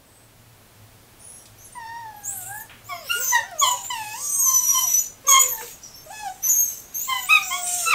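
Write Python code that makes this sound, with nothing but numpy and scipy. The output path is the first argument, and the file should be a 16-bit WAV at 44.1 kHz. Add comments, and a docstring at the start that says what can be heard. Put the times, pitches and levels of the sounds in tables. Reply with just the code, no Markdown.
"""Two puppies wrestle on a dog bed in a quiet room, close to one mono microphone.
Sharp yips and soft whines come from the vocal folds, as stacks of partials on a gliding pitch.
Thin high tones, mostly whistles of air forced through the narrowed throat, are chopped by the folds.
Panting hisses around the calls as shaped noise, and jaws and paws click in short noise bursts.
The room rings on behind the dogs, an appliance hums, a screen whines, and air and microphone hiss."""
import sys
import numpy as np
from scipy import signal
from scipy.fft import rfft, irfft, next_fast_len
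from scipy.io import wavfile
from scipy.ndimage import uniform_filter1d, minimum_filter1d

SR = 44100
rng = np.random.default_rng(int(sys.argv[2]) if len(sys.argv) > 2 else 0)


def unload_audio(sound):
    """Save the sound as a 16-bit wav file, at the path given as the first command line argument."""
    columns = np.transpose(np.atleast_2d(sound))
    # keep every value between -1 and 1, then stretch to whole-number steps
    steps = np.round(np.clip(columns, -1, 1) * 32767)
    wavfile.write(sys.argv[1], SR, steps.astype(np.int16))


N = 350154  # length in samples
EDGE_HZ = 15750  # top of the microphone band


def amp(db):
    """dB to gain."""
    return 10 ** (np.asarray(db) / 20)


def evened(x):
    """Scaled to rms 1."""
    return x / np.sqrt(np.mean(x ** 2) + 1e-20)


def read(points, hz):
    """Value of a spectrum table on a log-frequency axis."""
    f, value = np.transpose(points)
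    return np.interp(np.log(hz + 1), np.log(f + 1), value)


def add(mix, s, sound):
    """Mixes a sound in at time s."""
    part = mix[round(s * SR):][:len(sound)]
    part += sound[:len(part)]


def curves(rows, smooth_s=0.0066):
    """Columns of a table at the sample rate, corners rounded; the first column is time."""
    s, *columns = np.transpose(rows)
    t = np.arange(s[0], s[-1], 1 / SR)
    size = max(round(smooth_s * SR), 1)
    return [uniform_filter1d(np.interp(t, s, c), size, mode="nearest") for c in columns]


def wobble(length, hz):
    """Random drift of rms 1: noise low-passed at hz."""
    settle = 4000  # samples dropped while the filter settles
    lowpass = signal.butter(4, hz, fs=SR, output="sos")
    drift = signal.sosfilt(lowpass, rng.standard_normal(length + settle))
    return evened(drift[settle:])


def hiss(hz, width_hz, length=N):
    """Noise of rms 1 in a bell-shaped band."""
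    f = np.fft.rfftfreq(length, 1 / SR)
    bell = 1 / (1 + (2 * (f - hz) / width_hz) ** 4)
    return evened(irfft(rfft(rng.standard_normal(length)) * bell, length))


def fades(length, rise_s, fall_s):
    """Soft start and end."""
    t = np.arange(length) / SR
    return np.clip(np.minimum(t / rise_s, t[::-1] / fall_s), 0, 1)


def torn(length, ragged, spread_hz, shimmer):
    """Complex envelope of a tone: a wavering steady part and a share that turbulence spreads around the pitch."""
    noise = (wobble(length, spread_hz) + 1j * wobble(length, spread_hz)) / np.sqrt(2)
    steady = 1 + shimmer * wobble(length, 45)
    return np.sqrt(1 - ragged) * steady + np.sqrt(ragged) * noise


def voice(rows, rough, overtones, jitter, rise_s):
    """Vocal folds: a stack of partials on a slightly unsteady pitch; the overtones are hoarser."""
    hz, *low_db, over_db = curves(rows)
    turns = np.cumsum(hz * (1 + jitter * wobble(len(hz), 121))) / SR
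    low = sum(amp(db) * np.exp(2j * np.pi * k * turns) for k, db in enumerate(low_db, 1))
    over = 0
    for k in range(len(low_db) + 1, 20):
        level = amp(read(overtones, k * hz)) * (k * hz < EDGE_HZ)
        over = over + level * np.exp(2j * np.pi * k * turns + 1j * k * k)
    over *= amp(low_db[0] + over_db) * torn(len(hz), rough ** .4, 250, .3)
    low *= torn(len(hz), rough, 120, .2)
    return np.sqrt(2) * (low + over).real * fades(len(hz), rise_s, 0.0062)


def yip(start, length, hold, top_db, fade_db, start_hz, top_hz, end_hz, sag_bend, second_db, third_db, closing_db,
        over_db):
    """The mouth snaps open as the pitch reaches its top; pitch, brightness and, after a hold, level slide away."""
    rise_s, start_db, fade_bend, shut_db = .024, -9, 0.97, -8.5
    t = np.arange(0, length, .004)
    rise = np.clip(1 - t / rise_s, 0, 1)
    slide = np.clip((t - rise_s) / (length - rise_s), 0, 1)
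    fall = np.clip((t - rise_s - hold) / (length - rise_s - hold), 0, 1)
    hz = top_hz + (start_hz - top_hz) * rise + (end_hz - top_hz) * slide ** sag_bend
    db = top_db + start_db * rise + fade_db * fall ** fade_bend
    # a mouth still shut dulls the upper partials
    upper_db = db + shut_db * rise + closing_db * slide
    return np.transpose([start + t, hz, db, upper_db + second_db, upper_db + third_db, upper_db - db + over_db])


def yips():
    """The sharp calls: vocal folds sounding through a mouth that snaps open."""
    # one row a yip: start [t/s], length [s], hold [s], top [level/dB], change by the end [dB],
    # starting, top and final pitch [f/Hz], bend of the pitch slide [under 1 early, over 1 late],
    # partials 2 and 3 against partial 1 [dB], change of brightness by the end [dB], overtone strength [dB]
    calls = [ (2.885, 0.13, 0.017, -36, -29, 1138, 1162, 1006, 0.47, -4, -13, 7, -9),
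             (3.091, 0.14, 0.0082, -29.5, -17, 1352, 1402, 1459, 0.86, 8, -11, -38, 11),
             (3.315, 0.13, 0.019, -24.5, -27, 989, 991, 870, 0.56, 3, -13.5, -1.5, 4),
             (3.611, 0.21, 0.0065, -19.5, -30.5, 1173, 1107, 950, 0.32, -14, -3.5, -10, 4),
             (4.455, 0.2, 0.028, -33.5, -19, 1063, 1053, 1003, 1.04, -22, -14.5, 7, 7),
             (4.735, 0.22, 0.035, -28.5, -51, 1050, 1042, 1004, 0.67, -18.5, -4, -1, 0.5),
             (5.278, 0.169, 0.074, -17, -36, 1156, 1118, 1048, 0.397, -8, -6.5, -1.5, -1.5),
             (5.502, .12, .01, -49, 4.5, 1000, 909, 870, 1.2, 1, -28, -5, -4),
             (7.075, .135, .02, -26.5, -16.5, 1050, 1052, 981, 1.11, -7, -6, 8, 0),
             (7.285, 0.097, 0.03, -26, -5.5, 1117, 1271, 1117, 5.2, 7, -3.5, 3, 10),
             (7.5, 0.089, 0.014, -30, -18.5, 1029, 1067, 1152, 0.83, -2, -2.5, 1, -18),
             (7.853, .095, .01, -24.5, -1.5, 1308, 1330, 800, 6.0, -1, -12, 2, 6), ]
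    # hoarseness of each yip: share of the voice that breaks up into noise [0-1]
    roughness = [.02, .015, .03, .06, .01, .01, .02, .05, .01, .012, .012, .025]
    # overtones above partial 3, before strength and brightness: [f/Hz], [level/dB against partial 1]
    overtones = [(1200, -17), (2500, -20), (3500, -13.5), (5000, -26), (6500, -28), (8200, -32.5),
                 (9800, -34), (11000, -35.5), (13000, -34), (15500, -49)]
    track = np.zeros(N)
    for row, rough in zip(calls, roughness):
        add(track, row[0], voice(yip(*row), rough, overtones, jitter=0.0088, rise_s=0.0084))
    return track


def whine(rows, second_db, third_db):
    """The partials above the first follow the opening of the mouth, the second only in part."""
    second_follows, overtone_db = 0.76, 2.5
    s, hz, db, mouth_db = np.transpose(rows)
    second = db + second_follows * mouth_db + second_db
    third = db + mouth_db + third_db
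    return np.transpose([s, hz, db, second, third, mouth_db + overtone_db])


def whines():
    """The soft nasal calls: vocal folds, each call on its own wandering pitch."""
    # one curve a whine: [t/s], pitch [f/Hz], [level/dB], mouth opening as brightness [dB]
    calls = [
        [(1.75, 1014, -46, -6), (1.785, 961, -40, -5), (1.81, 922, -47.5, 0), (1.848, 898.4, -44, 1),
         (1.996, 945, -42, -4), (2.06, 880, -42, -10), (2.15, 835, -44.5, -13), (2.298, 812, -54, -3),
         (2.45, 705, -49, -4)],
        [(2.43, 712, -55, -23), (2.54, 828, -37.5, -17), (2.62, 891, -52, -9), (2.68, 910, -70, -26)],
        [(2.89, 738, -52, 1), (2.932, 703, -42.5, -5), (2.996, 676, -48, -4), (3.08, 506, -52.5, 4)],
        [(3.15, 388, -48.5, -18), (3.21, 522, -47, 5), (3.358, 522, -54, 11), (3.42, 583, -41, -9)],
        [(3.43, 668, -50, 6), (3.46, 773, -50, -1), (3.5, 775, -45.5, -1), (3.53, 695, -42, -7.5),
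         (3.58, 602, -48, -1), (3.66, 606, -37.5, -9)],
        [(3.66, 665, -46, -15), (3.7, 752, -44.5, 5), (3.76, 811, -49, -15), (3.85, 779, -51.5, 2)],
        [(3.72, 550, -56, -15), (3.75, 550, -44, -15), (3.8, 540, -65, -15)],
        [(3.9, 1027, -34.5, 5), (3.958, 914, -37.5, 4), (4.046, 841, -38, -2), (4.132, 860, -38.5, 0.5),
         (4.222, 1173, -51, -9), (4.35, 1156, -55, -4), (4.45, 1013, -44, -20)],
        [(4.15, 517, -65, 0), (4.224, 531, -54, -5), (4.32, 535, -66, 0)],
        [(4.8, 1006, -63, 8), (4.838, 797, -48.5, -12), (4.87, 695, -51, -15), (4.9, 689, -62, -5)],
        [(5.24, 540, -53, 1), (5.314, 546, -32.5, 7.5), (5.382, 484, -57.5, 3), (5.448, 513, -44, 6),
         (5.58, 477.5, -65, -2), (5.63, 482, -45, -4), (5.7, 435, -61, 0)],
        [(6.06, 613, -45.5, -5), (6.095, 630, -53, -8), (6.105, 762, -37, -9), (6.124, 861, -42, 1),
         (6.186, 854.5, -49.5, 13.5), (6.24, 842, -33.5, -6.5), (6.285, 742, -33, -8.5), (6.337, 748, -53, -18),
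         (6.4, 794, -56, -11)],
        [(6.45, 1052, -63, 2), (6.484, 1030, -49, 4), (6.53, 980, -73, 2)],
        [(7.09, 875, -48, -10), (7.108, 819, -43.5, -3), (7.282, 726, -52, 2), (7.326, 821, -48, 1),
         (7.538, 709, -46, -2), (7.772, 712.5, -47, -7), (7.855, 672, -47, 11)],
        [(7.86, 497, -50, -2), (7.908, 481, -52.5, 19), (7.94, 552, -44, 18)],
        [(4.6, 1007, -52, -10), (4.66, 1032, -50.5, -8), (4.74, 1094, -42, -8)],
    ]
    # each whine: partial 2, partial 3 against partial 1, before brightness [level/dB]
    partials = [(-4, -21.5), (10.5, -16), (-10, -15), (-8.5, -10.5), (-6.5, -13.5), (-15.5, -25),
                (-20, -30), (-10, -8), (-12, -28), (-22, -25), (-6.5, -19), (-10.5, -15.5), (-8, -25),
                (-7.5, -15), (-15, -18), (-22, -3)]
    # hoarseness of each whine: share of the voice that breaks up into noise [0-1]
    roughness = [.008, .008, .02, .02, .02, .03, .02, .008, .02, .06, .12, .008, .04, .005, .04, .01]
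    # nasal overtones, before brightness: [f/Hz], [level/dB against partial 1]
    overtones = [(1200, -13), (2700, -17), (3700, -22.5), (4700, -23.5), (5600, -17), (6500, -30),
                 (8500, -44), (15500, -53)]
    track = np.zeros(N)
    for rows, partials_db, rough in zip(calls, partials, roughness):
        sound = voice(whine(rows, *partials_db), rough, overtones, jitter=0.0052, rise_s=0.0064)
        add(track, rows[0][0], sound)
    return track


def high_tone(rows, ragged, octave_db, jitter=.003, rush_db=-30):
    """One gliding tone and its octave, as an air jet sings them, with a wide rush of air around both."""
    hz, tone_db = curves(rows)
    turns = np.cumsum(hz * (1 + jitter * wobble(len(hz), 160))) / SR
    jet = torn(len(hz), ragged, 330, .3) + amp(rush_db) * torn(len(hz), 1, 2200, 0)
    octave = amp(tone_db + octave_db) * (2 * hz < SR / 2)
    octave = octave * torn(len(hz), .6 * np.sqrt(ragged), 400, 0)
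    tones = amp(tone_db) * np.exp(2j * np.pi * turns) + octave * np.exp(4j * np.pi * turns)
    return np.sqrt(2) * (jet * tones).real * fades(len(hz), 0.0086, 0.027)


def high_tones():
    """Mostly whistles of air forced through the narrowed throat, with a few voice overtones and side tones."""
    # one curve a high tone: [t/s], pitch [f/Hz], [level/dB];
    # whistles, with a few voice overtones and side tones among them
    tones = [
        [(0.05, 8100, -69), (0.19, 8280, -61.5), (0.27, 8200, -66)],
        [(1.19, 9300, -57), (1.262, 9970, -44.5), (1.31, 10070, -48.5), (1.366, 10900, -50), (1.42, 11100, -55)],
        [(1.2, 6200, -60), (1.238, 6560, -65), (1.42, 6535, -62)],
        [(1.58, 11200, -52), (1.63, 12000, -60), (1.66, 10700, -47.5), (1.71, 10700, -65)],
        [(1.575, 5660, -64), (1.61, 6270, -53), (1.68, 6350, -59), (1.71, 6370, -68)],
        [(1.72, 8793, -59), (1.728, 8920, -47), (1.79, 8800, -60)],
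        [(2.14, 5800, -81), (2.22, 6100, -63)],
        [(2.225, 6130, -59), (2.258, 6740, -34), (2.296, 7900, -34), (2.36, 8600, -48)],
        [(2.33, 11020, -47), (2.382, 11900, -38), (2.45, 11800, -63)],
        [(2.54, 7280, -56), (2.568, 7430, -53), (2.64, 6100, -54)],
        [(2.84, 6391, -55), (2.888, 7640, -54.5), (2.928, 7300, -58), (2.978, 6400, -57.5), (3.054, 7800, -56),
         (3.1, 8850, -52)],
        [(2.88, 5310, -53), (3.038, 5000, -53.5), (3.09, 5550, -42.5), (3.15, 5630, -44)],
        [(3.1, 8870, -52), (3.16, 8470, -36), (3.21, 7730, -35.5), (3.27, 6780, -39), (3.304, 6760, -35),
         (3.4, 6840, -68)],
        [(3.2, 6360, -40), (3.32, 6120, -26), (3.45, 6130, -88)],
        [(3.58, 6465, -42), (3.602, 6670, -22), (3.63, 7270, -34), (3.724, 6970, -27), (3.75, 6900, -58),
         (3.864, 7170, -36), (3.95, 7670, -54)],
        [(4.15, 8130, -48), (4.384, 8150, -32.5), (4.5, 7960, -40)],
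        [(4.22, 6340, -45), (4.29, 6160, -35), (4.346, 6266, -31), (4.422, 6656, -25), (4.46, 6127, -24.5),
         (4.576, 5980, -22), (4.616, 5986, -31.5), (4.692, 5795, -23.5), (4.878, 5884, -27.5),
         (5.0, 6030, -25.5), (5.1, 5950, -62)],
        [(4.98, 6850, -26.5), (5.038, 6920, -39), (5.1, 7150, -53)],
        [(5.265, 6350, -35.5), (5.299, 6584, -7.5), (5.385, 6710, -34.5), (5.403, 6905, -13),
         (5.473, 7160, -37), (5.55, 6475, -52)],
        [(5.83, 5850, -38.5), (5.86, 5820, -45), (5.88, 5380, -61), (5.96, 5460, -48), (6.05, 5400, -66)],
        [(5.95, 6180, -54), (5.998, 6300, -53.5), (6.08, 6360, -70)],
        [(6.42, 5786, -47), (6.44, 6125, -27), (6.49, 6060, -22.5), (6.51, 6700, -23), (6.528, 6420, -25),
         (6.608, 6506, -22.5), (6.754, 6210, -47.5), (6.93, 6670, -64)],
        [(6.485, 6900, -26), (6.525, 6960, -24), (6.56, 6460, -41)],
        [(6.94, 6250, -33.5), (6.984, 6440, -35.5), (7.076, 7640, -40), (7.148, 7550, -51), (7.19, 6960, -45),
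         (7.245, 7000, -37.5), (7.274, 8300, -40), (7.3, 9910, -23)],
        [(7.44, 7200, -38), (7.512, 7440, -40.5), (7.606, 7590, -44), (7.636, 7830, -37), (7.658, 9000, -32.5),
         (7.696, 9360, -38.5), (7.8, 8740, -34.5), (7.94, 8900, -52)],
        [(1.2, 5500, -66), (1.3, 5700, -63), (1.45, 5750, -61)],
        [(4.14, 6450, -57), (4.27, 6690, -32.5), (4.4, 6700, -47)],
        [(4.18, 9400, -51), (4.3, 9380, -52), (4.45, 9300, -57)],
        [(5.48, 6400, -45), (5.52, 6530, -37.5), (5.6, 6300, -60)],
        [(7.42, 5680, -39), (7.5, 6000, -45), (7.62, 6600, -45)],
    ]
    # share of each high tone that breaks up into a band of noise [0-1]
    raggedness = [.97, .25, .6, .4, .6, .1, .1, .35, .85, .5, .25, .5, .25, .1, .25, .03, .03, .4, .12, .15,
                  .03, .08, .1, .2, .4, .7, .15, .05, .08, .5]
    # octave of each high tone against the tone itself [level/dB]
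    octaves = [-25, -40, -25, -40, -22, -40, 19.5, -11, -40, 9.5, 0, -15, 4, -35, -10, -40, -8, -25, -12,
               -21, 2, -5, -25, -0.5, -3, -20, -14, -40, 8, -25]
    track = np.zeros(N)
    for rows, ragged, octave_db in zip(tones, raggedness, octaves):
        add(track, rows[0][0], high_tone(rows, ragged, octave_db))
    return track


def chopped(jets, folds):
    """The folds chop the air jet, which puts side tones around each high tone, stronger above it."""
    size = next_fast_len(N)
    chop = signal.hilbert(np.tanh(amp(36) * folds), size)[:N]
    return (signal.hilbert(jets, size)[:N] * (1 + .2 * chop + .05 * chop.conj())).real


def panting(strands_db=4.2, patchy_db=1.6, flutter_db=1.2):
    """Turbulent air in throat, nose and teeth; short-lived narrow resonances streak it."""
    # one row a pant: start [t/s], length [s], hiss of the throat [level/dB], hiss of the nose [level/dB],
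    # centre of the nose hiss [f/Hz], hiss at the teeth [level/dB]; levels against each other
    pants = [(1.19, 0.34, -77, -50.5, 8850, -58), (1.57, .2, -74, -52.5, 7100, -64),
             (1.8, .15, -72, -63, 7500, -65), (2.222, 0.34, -52, -33.5, 8600, -39),
             (2.448, 0.2, -76, -36, 9100, -43), (2.853, 0.17, -53, -58, 7000, -46),
             (3.043, 0.19, -40, -42, 9050, -34), (3.11, 0.31, -46, -31, 6750, -39),
             (3.58, 0.29, -44, -32.5, 7280, -40.5), (3.848, 0.34, -45, -38.5, 8070, -42),
             (4.064, 0.32, -55, -33, 6400, -38.5), (4.306, 0.36, -53, -27, 7280, -36),
             (4.574, 0.36, -42, -28.5, 7660, -35), (4.828, 0.26, -41, -31, 7350, -34),
             (5.277, 0.21, -34.5, -28.5, 7450, -46), (5.415, 0.18, -63, -41, 7150, -31.5),
             (5.541, 0.24, -44, -36.5, 7060, -38), (5.803, 0.14, -73, -44.5, 6240, -66),
             (6.04, 0.39, -61, -41, 7650, -51), (6.422, 0.43, -49.5, -35.5, 7030, -33.5),
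             (6.92, 0.42, -45, -36.5, 6950, -38.5), (7.25, 0.23, -36, -35, 7200, -35.5),
             (7.45, .2, -43, -29.5, 6930, -45), (7.611, 0.36, -36.5, -23, 7330, -30.5)]
    throat_hz, throat_width_hz, nose_width_hz, teeth_hz, teeth_width_hz = 3230, 2740, 3490, 13100, 4440
    rise, fall, ends_db = 0.31, 0.47, -14.5  # shares of a pant's length; level at its two ends
    start, length, throat_db, nose_db, nose_hz, teeth_db = np.transpose(pants)
    frames, hz = N // 128 + 5, np.fft.rfftfreq(512, 1 / SR)[:, None]
    t = np.arange(frames) * 128 / SR
    u = (t - start[:, None]) / length[:, None]  # 0 to 1 through each pant
    slope = np.maximum(np.maximum(1 - u / rise, 1 - (1 - u) / fall), 0)
    push = amp(ends_db * slope ** 2)
    bands = [(throat_db, throat_hz, throat_width_hz), (nose_db, nose_hz, nose_width_hz),
             (teeth_db, teeth_hz, teeth_width_hz)]
    colour = sum(amp(db) / np.sqrt(width) / (1 + (2 * (hz - f) / width) ** 6) for db, f, width in bands)
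    colour = np.sqrt(colour ** 2 @ push ** 2)  # overlapping pants add in power
    a, b, strands, patches = rng.standard_normal((frames, 257, 4)).T
    # strands: narrow in pitch and 0.1 s long; patches: broad and brief
    strands = evened(uniform_filter1d(uniform_filter1d(strands, size=2, axis=0), size=35, axis=1))
    patches = evened(uniform_filter1d(uniform_filter1d(patches, size=12, axis=0), size=12, axis=1))
    flutter = evened(uniform_filter1d(rng.standard_normal(frames), size=4))
    texture_db = strands_db * strands + patchy_db * patches + flutter_db * flutter
    z = (a + 1j * b) * colour * amp(texture_db)
    return amp(10.0) * signal.istft(z, nperseg=512, noverlap=384)[1][:N]


def click(db, hz, t60):
    """A short burst of air or cloth, nearly two octaves wide, that dies away."""
    t = np.arange(9000) / SR
    decay = amp(db - 60 * t / max(t60, .005))
    return decay * hiss(hz, 1.18 * hz, len(t)) * np.minimum(t / 0.0014, 1)


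def clicks():
    """Snaps and puffs of jaws and paws, each a decaying noise burst."""
    # one row a click: [t/s], starting [level/dB], centre [f/Hz], t60 [s]
    blows = [(1.455, -45, 6040, 0.063), (2.6, -44, 7000, .03), (2.695, -47, 2180, 0.41),
             (3.511, -45.5, 9000, 0.036), (3.845, -44.5, 3000, 0.11), (5.609, -38, 1780, 0.095),
             (6.388, -56, 9000, .03), (6.43, -50.5, 2800, 1)]
    track = np.zeros(N)
    for s, *blow in blows:
        add(track, s, click(*blow))
    return track


def room(x):
    """Sparse reflections of random sign, each band dying at its own speed."""
    # decay of the room: [f/Hz], t60 [s]
    decay = [(300, 0.2), (1300, 0.3), (3500, 0.29), (7000, 0.3), (14000, 0.13)]
    taps = np.zeros(SR)
    at = np.arange(150, SR - 20, 20)
    taps[at + rng.integers(0, 20, len(at))] = rng.choice([-1., 1.], len(at))
    hz, t, z = signal.stft(taps, SR, nperseg=256)
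    t60 = np.maximum(read(decay, hz), .05)[:, None]
    tail = signal.istft(z * amp(-60 * t / t60), SR, nperseg=256)[1]
    return signal.fftconvolve(x, tail / np.linalg.norm(tail))[:N]


def background():
    """Room air and microphone noise whose level drifts, an unsteady hum and the whine of a screen."""
    # colour of the air noise: [f/Hz], relative density [level/dB per Hz]
    air_colour = [(8.8, -33), (15, 0), (76, -3), (111, -2), (367, -8.5), (638, -8), (930, -10.5),
                  (1400, -13), (5480, -18.5), (15600, -19.5)]
    # drift of the air noise, set by its bass: [t/s], [level/dB]
    air_drift = [(0.0, -60.5), (0.88, -58), (2.3, -57), (7.94, -56)]
    # wavering tones of the appliance: [f/Hz], width [Hz], relative [level/dB]
    hum_tones = [(103.7, 9.3, 2.5), (114.7, 6.4, 1.5), (232.7, 17, -9.5)]
    # drift of the whole hum: [t/s], [level/dB]
    hum_drift = [(0.0, -68), (0.64, -54), (1.68, -54.5), (1.9, -62), (2.43, -51.5), (3.05, -56),
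                 (6.8, -69.5), (7.94, -77)]
    # steady electric tone of the screen: [f/Hz], [level/dB]
    screen_tone = (14999, -75)
    hz, t = np.fft.rfftfreq(N, 1 / SR), np.arange(N) / SR
    air = irfft(rfft(rng.standard_normal(N)) * amp(read(air_colour, hz)), N)
    bass = irfft(rfft(air) * (hz > 30) * (hz < 330), N)
    air *= amp(np.interp(t, *np.transpose(air_drift))) / np.std(bass)
    hum = evened(sum(amp(db) * hiss(f, width) for f, width, db in hum_tones))
    hum *= amp(np.interp(t, *np.transpose(hum_drift)))
    tone_hz, tone_db = screen_tone
    screen = np.sqrt(2) * amp(tone_db) * np.sin(2 * np.pi * tone_hz * t)
    return air + hum + screen


def scene():
    """Both puppies close by, their echo in the room and the background, at one microphone."""
    folds = yips() + whines()
    jets = chopped(high_tones(), folds)
    dogs = folds + jets + clicks() + panting()
    mono = amp(3.5) * dogs + amp(-3.0) * room(dogs) + background()
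    return np.array([mono, mono])


def record(dry):
    """A quick limiter holds the loudest peaks; then the band limit."""
    headroom = minimum_filter1d(np.minimum(.75 / (abs(dry) + 1e-9), 1), size=265, axis=1)
    limited = dry * uniform_filter1d(headroom, size=133, axis=1)
    lowpass = signal.firwin(1023, EDGE_HZ, window=("kaiser", 10), fs=SR)
    return signal.oaconvolve(limited, lowpass[None], "same", axes=1)


dry = scene()
out = record(dry)
unload_audio(out)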